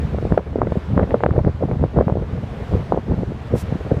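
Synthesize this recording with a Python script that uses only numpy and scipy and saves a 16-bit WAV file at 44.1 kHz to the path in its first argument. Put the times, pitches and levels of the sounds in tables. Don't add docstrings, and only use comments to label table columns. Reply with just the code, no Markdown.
import sys
import numpy as np
from scipy import signal
from scipy.fft import rfft, irfft
from scipy.io import wavfile
from scipy.ndimage import uniform_filter1d, minimum_filter1d

SR = 44100
rng = np.random.default_rng(int(sys.argv[2]) if len(sys.argv) > 2 else 0)


def file_out(sig):
    cols = np.atleast_2d(sig).T
    lim = np.clip(cols, -1, 1)
    pcm = np.round(lim * 32767).astype(np.int16)
    wavfile.write(sys.argv[1], SR, pcm)


N = 176400

# centre_s, level_db, pitch_hz, length_cycles
SNAPS = [(0.147, -11, 473, 1.28), (0.186, -13, 504, 1.35), (0.227, -12, 446, 1.4), (0.253, -7.5, 460, 1.25),
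         (0.323, -11, 485, 1.8), (0.3775, 4, 603, 2.06), (0.559, -5, 487, 1.3), (0.587, -7.5, 425, 1.06),
         (0.618, 0.5, 800, 0.97), (0.672, -8.5, 425, 2), (0.722, -8.5, 580, 1), (0.757, -12, 494, 1.6),
         (0.978, -1.5, 680, 0.42), (0.996, -7, 674, 0.6), (1.015, -15, 464, 2), (1.032, -12, 577, 4.3),
         (1.108, -18, 570, 1), (1.144, -2, 545, 3.4), (1.207, -14, 680, 1.2), (1.237, 2, 740, 1),
         (1.245, -8.5, 650, 2.1), (1.264, -3, 590, 2.3), (1.381, -2.5, 436, 1.94), (1.449, -12, 430, 0.83),
         (1.475, -7.5, 414, 1.5), (1.627, -10, 535, 3.1), (1.638, -6, 480, 1.1), (1.688, -17, 557, 1.8),
         (1.714, -10.5, 520, 1.15), (1.84, -3, 500, 1.45), (1.973, -2.5, 470, 0.84),
         (1.988, -0.5, 590, 0.87), (2.011, -2, 493, 0.79), (2.082, -6.5, 615, 1.2), (2.099, -9, 710, 1.2),
         (2.124, -13.5, 565, 1.2), (2.156, -11, 500, 1.8), (2.172, -8, 484, 1.1), (2.737, -11, 570, 0.48),
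         (2.754, -9.5, 457, 3), (2.923, 2.5, 687, 1.27), (2.946, -5.5, 570, 0.79), (2.976, -4, 554, 1.43),
         (3.112, -10, 380, 1.04), (3.234, -10, 440, 1.34), (3.321, -16, 420, 1.45), (3.54, -5.5, 472, 3.1),
         (3.916, -6, 444, 2.3)]
SNAP_STEEPNESS = 2.85


def amp(db):
    return 10 ** (np.asarray(db) / 20)


def unit(x):
    return x / np.sqrt(np.mean(x ** 2) + 1e-20)


def colour(x, spectrum):
    size = 2 * len(x)
    hz = np.fft.rfftfreq(size, 1 / SR)
    freq_hz, level_db = np.transpose(spectrum)
    curve_db = np.interp(np.log(hz + 1), np.log(freq_hz + 1), level_db)
    return irfft(rfft(x, size) * unit(amp(curve_db)))[:len(x)]


def turbulence(spectrum, lump_hz, lump_db):
    hz = np.fft.rfftfreq(N, 1 / SR)
    wander = unit(irfft(rfft(rng.standard_normal(N)) * np.exp(-(hz / lump_hz) ** 2), N))
    lumps = unit(amp(lump_db * 2 * np.tanh(wander / 2)))
    noise = colour(lumps * rng.standard_normal(N), spectrum)
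    window = np.hanning(int(0.073 * SR))
    local_power = signal.fftconvolve(noise ** 2, window / window.sum(), "same")
    return noise / np.sqrt(local_power + 1e-9)


def pulse(centre_s, db, hz, cycles, steepness, lean_rad):
    t = np.arange(N) / SR - centre_s
    order = 1 + max(steepness * cycles ** 2, 1)
    near = abs(t) < 6 / hz
    swing = np.exp(-1j * lean_rad) / (1 - 2j * np.pi * hz * t[near] / order) ** order
    out = np.zeros(N)
    out[near] = swing.real * np.hanning(near.sum())
    return amp(db) * out


def surf():
    # freq_hz, level_db
    spectrum = [(100, 2), (400, -0.5), (800, -3), (1400, -7.5), (2200, -13), (3600, -19.5), (5500, -28.5),
                (8000, -35.5), (11000, -42), (15000, -46.5)]
    # time_s, level_db
    swell = [(0, -37), (.15, -38.5), (.26, -38.5), (.38, -39.5), (.63, -41.5), (.72, -38.5), (.86, -39),
             (1.03, -40), (1.5, -41.5), (2.15, -41.5), (2.45, -39), (2.7, -37), (2.87, -38.5), (3.3, -40),
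             (3.6, -37.5), (4, -38.5)]
    hz, t, wash = signal.stft(colour(rng.standard_normal(N), spectrum), SR, nperseg=512, noverlap=384)
    swell_db = np.interp(t, *np.transpose(swell))
    treble_db = 0.23 * np.log2(1 + hz / 4000)[:, None] * (swell_db - swell_db.mean())
    patches = uniform_filter1d(rng.standard_normal(wash.shape), size=8, axis=0)
    patch_db = 0.94 * unit(uniform_filter1d(patches, size=24, axis=1))
    wash = wash * amp(swell_db + treble_db + patch_db)
    return signal.istft(wash, SR, nperseg=512, noverlap=384)[1][:N]


def ticks():
    times = [1.096, 1.243, 1.353]
    return sum(pulse(s, db=-44.5, hz=11000, cycles=1.2, steepness=SNAP_STEEPNESS, lean_rad=0)
               for s in times)


def hiss():
    # freq_hz, level_db
    spectrum = [(1000, -7), (3000, -4), (5000, -4.5), (8000, -6), (12000, -8.5), (15000, -13)]
    hold_start_s, hold_end_s, rise_s, fall_s = 3.586, 3.608, 0.024, 0.019
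    t = np.arange(N) / SR
    fade = np.maximum(hold_start_s - t, 0) / rise_s + np.maximum(t - hold_end_s, 0) / fall_s
    return amp(-42.5) * np.exp(-fade ** 1.8) * colour(rng.standard_normal(N), spectrum)


def gusts():
    # centre_s, length_s, rumble_db, flutter_db
    buffets = [(0, 0.14, -22, -35.5), (0.147, 0.071, -20, -34), (0.258, 0.091, -22, -36.5),
               (0.33, 0.048, -17, -25.5), (0.399, 0.014, -24, -24), (0.476, 0.019, -19.5, -31),
               (0.523, 0.043, -23, -33.5), (0.614, 0.07, -22, -25), (0.67, 0.028, -17.5, -46.5),
               (0.713, 0.027, -19, -28), (0.771, 0.022, -29, -25), (0.92, 0.065, -20, -33.5),
               (1.002, 0.081, -17.5, -20.5), (1.132, 0.085, -23.5, -25), (1.28, 0.087, -20.5, -22.5),
               (1.373, 0.054, -18, -21), (1.475, 0.051, -14.5, -24.5), (1.558, 0.027, -24, -52),
               (1.632, 0.046, -19.5, -26.5), (1.718, 0.064, -19, -26.5), (1.829, 0.064, -16.5, -27),
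               (1.991, 0.069, -16.5, -18.5), (2.101, 0.066, -34, -27.5), (2.173, 0.035, -21, -35),
               (2.22, 0.039, -21.5, -27), (2.282, 0.044, -28.5, -39.5), (2.354, 0.078, -22, -32.5),
               (2.438, 0.013, -19, -27), (2.54, 0.08, -30.5, -38), (2.619, 0.033, -26, -30),
               (2.741, 0.069, -19, -28.5), (2.797, 0.066, -21.5, -34.5), (2.951, 0.074, -22.5, -27),
               (3.113, 0.058, -17, -25), (3.203, 0.061, -20.5, -31), (3.296, 0.038, -21.5, -33.5),
               (3.36, 0.029, -31.5, -47), (3.545, 0.054, -19, -22.5), (3.642, 0.042, -24.5, -41),
               (3.721, 0.075, -22.5, -28), (3.812, 0.017, -29, -29.5), (3.863, 0.027, -24, -27.5),
               (3.929, 0.043, -24, -22), (3.976, 0.027, -19.5, -28.5)]
    # freq_hz, level_db
    rumble_spectrum = [(15, -38), (28, -20.5), (45, -6), (70, 3), (110, 0), (190, -5.5), (300, -17),
                       (500, -34.5), (1000, -52), (3000, -90)]
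    # freq_hz, level_db
    flutter_spectrum = [(60, -29), (200, 2), (320, -4.5), (460, 0.5), (650, -8), (900, -16), (1400, -27.5),
                        (2200, -39), (3500, -60.5), (7000, -74)]
    t = np.arange(N) / SR
    rumble_power, flutter_power = np.full(N, amp(-30) ** 2), np.full(N, amp(-44.5) ** 2)
    for centre_s, length_s, rumble_db, flutter_db in buffets:
        swell = np.exp(-abs(2 * (t - centre_s) / length_s) ** 3)
        rumble_power += swell * amp(rumble_db) ** 2
        flutter_power += swell * amp(flutter_db) ** 2
    wake_db, wake_s = -17.5, 0.014
    for s, db, _, _ in SNAPS:
        flutter_power += (t > s) * (amp(db + wake_db) * np.exp(-abs(t - s) / wake_s)) ** 2
    rumble_gain = np.sqrt(rumble_power)
    rumble = rumble_gain * turbulence(rumble_spectrum, lump_hz=38.2, lump_db=4)
    top = signal.sosfiltfilt(signal.butter(2, 176, "high", fs=SR, output="sos"), rumble)
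    top_gain = (rumble_gain / amp(-20)) ** 0.4
    flutter_gain = np.sqrt(uniform_filter1d(flutter_power, size=88))
    flutter = flutter_gain * turbulence(flutter_spectrum, lump_hz=120.4, lump_db=6)
    return rumble + top * (top_gain - 1) + flutter


def thumps():
    # centre_s, level_db, pitch_hz
    eddies = [(0.052, -9, 117), (0.323, -5, 151), (0.773, -8.5, 150), (0.937, -3.5, 139), (0.967, -3, 165),
              (1.03, -6.5, 128), (1.262, -4, 150), (1.315, -4.5, 135), (1.385, -3.5, 123),
              (1.416, -9.5, 93), (1.47, -3.5, 108), (1.654, -9.5, 170), (1.771, -9.5, 119),
              (1.818, -4.5, 141), (1.979, -3, 148), (2.073, -4, 164), (2.125, -4.5, 138), (2.748, -7, 114),
              (3.123, -5, 176), (3.544, -6, 165), (3.727, -8.5, 158), (3.756, -11, 202), (3.923, -5.5, 179)]
    return sum(pulse(s, db, hz, cycles=0.98, steepness=3.5, lean_rad=0.53) for s, db, hz in eddies)


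def snaps():
    slaps = sum(pulse(s, db, hz, cycles, SNAP_STEEPNESS, lean_rad=0.89) for s, db, hz, cycles in SNAPS)
    ring_hz, decay_s, ring_db = 485, 0.0046, -15.5
    t = np.arange(SR // 20) / SR
    ring = 2 / (decay_s * SR) * np.exp(-t / decay_s) * np.sin(2 * np.pi * ring_hz * t)
    return slaps + amp(ring_db) * signal.fftconvolve(slaps, ring)[:N]


def cracks():
    # start_s, gain_db, pitch_hz
    breaks = [(.186, -33, 1290), (.323, -19.5, 1100), (.378, -9, 1160), (.619, -19.5, 1080),
              (.671, -24, 1370), (.722, -30, 950), (.978, -28.5, 1150), (.996, -23, 1200),
              (1.032, -29, 1350), (1.108, -26.5, 1680), (1.144, -15, 990), (1.206, -27.5, 1280),
              (1.237, -15.5, 1590), (1.263, -12.5, 1270), (1.309, -22, 1150), (1.449, -29, 1400),
              (1.714, -28, 1360), (1.84, -24.5, 970), (1.99, -28.5, 1100), (2.082, -29, 1300),
              (2.923, -28, 950)]
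    # pitch_ratio, level_db
    spectrum = [(.3, -22), (.65, 1), (1, 8.5), (1.65, -1), (2.3, -19.5), (3.1, -27.5), (5, -50), (9, -72.5)]
    spray_decay_s = 0.0015
    out, size = np.zeros(N), SR // 20
    for start_s, gain_db, pitch_hz in breaks:
        span = round(start_s * SR) - size // 2 + np.arange(size)
        t = span / SR - start_s
        click = amp(15) * np.sinc(t * SR)
        spray = amp(-5) * (t >= 0) * np.exp(-abs(t) / spray_decay_s) * rng.standard_normal(size)
        tuned = [(ratio * pitch_hz, db) for ratio, db in spectrum]
        out[span] += amp(gain_db) * colour(click + spray, tuned)
    return out


def scene():
    wind = gusts() + thumps() + snaps() + cracks()
    return (wind + ticks() + surf() + hiss())[None]


def record(dry):
    recovery_db_per_s, cutoff_hz = 9, 15400
    over_db = np.maximum(20 * np.log10(abs(dry[0]) + 1e-9), 0)
    recovery_db = np.arange(N) / SR * recovery_db_per_s
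    duck_db = np.maximum.accumulate(over_db + recovery_db) - recovery_db
    held_gain = minimum_filter1d(amp(-duck_db), size=441)
    smooth_gain = uniform_filter1d(uniform_filter1d(held_gain, size=221), size=221)
    lowpass = signal.firwin(511, cutoff_hz, window=("kaiser", 9), fs=SR)
    return signal.oaconvolve(dry * smooth_gain, lowpass[None], "same")


dry = scene()
out = record(dry)
file_out(out)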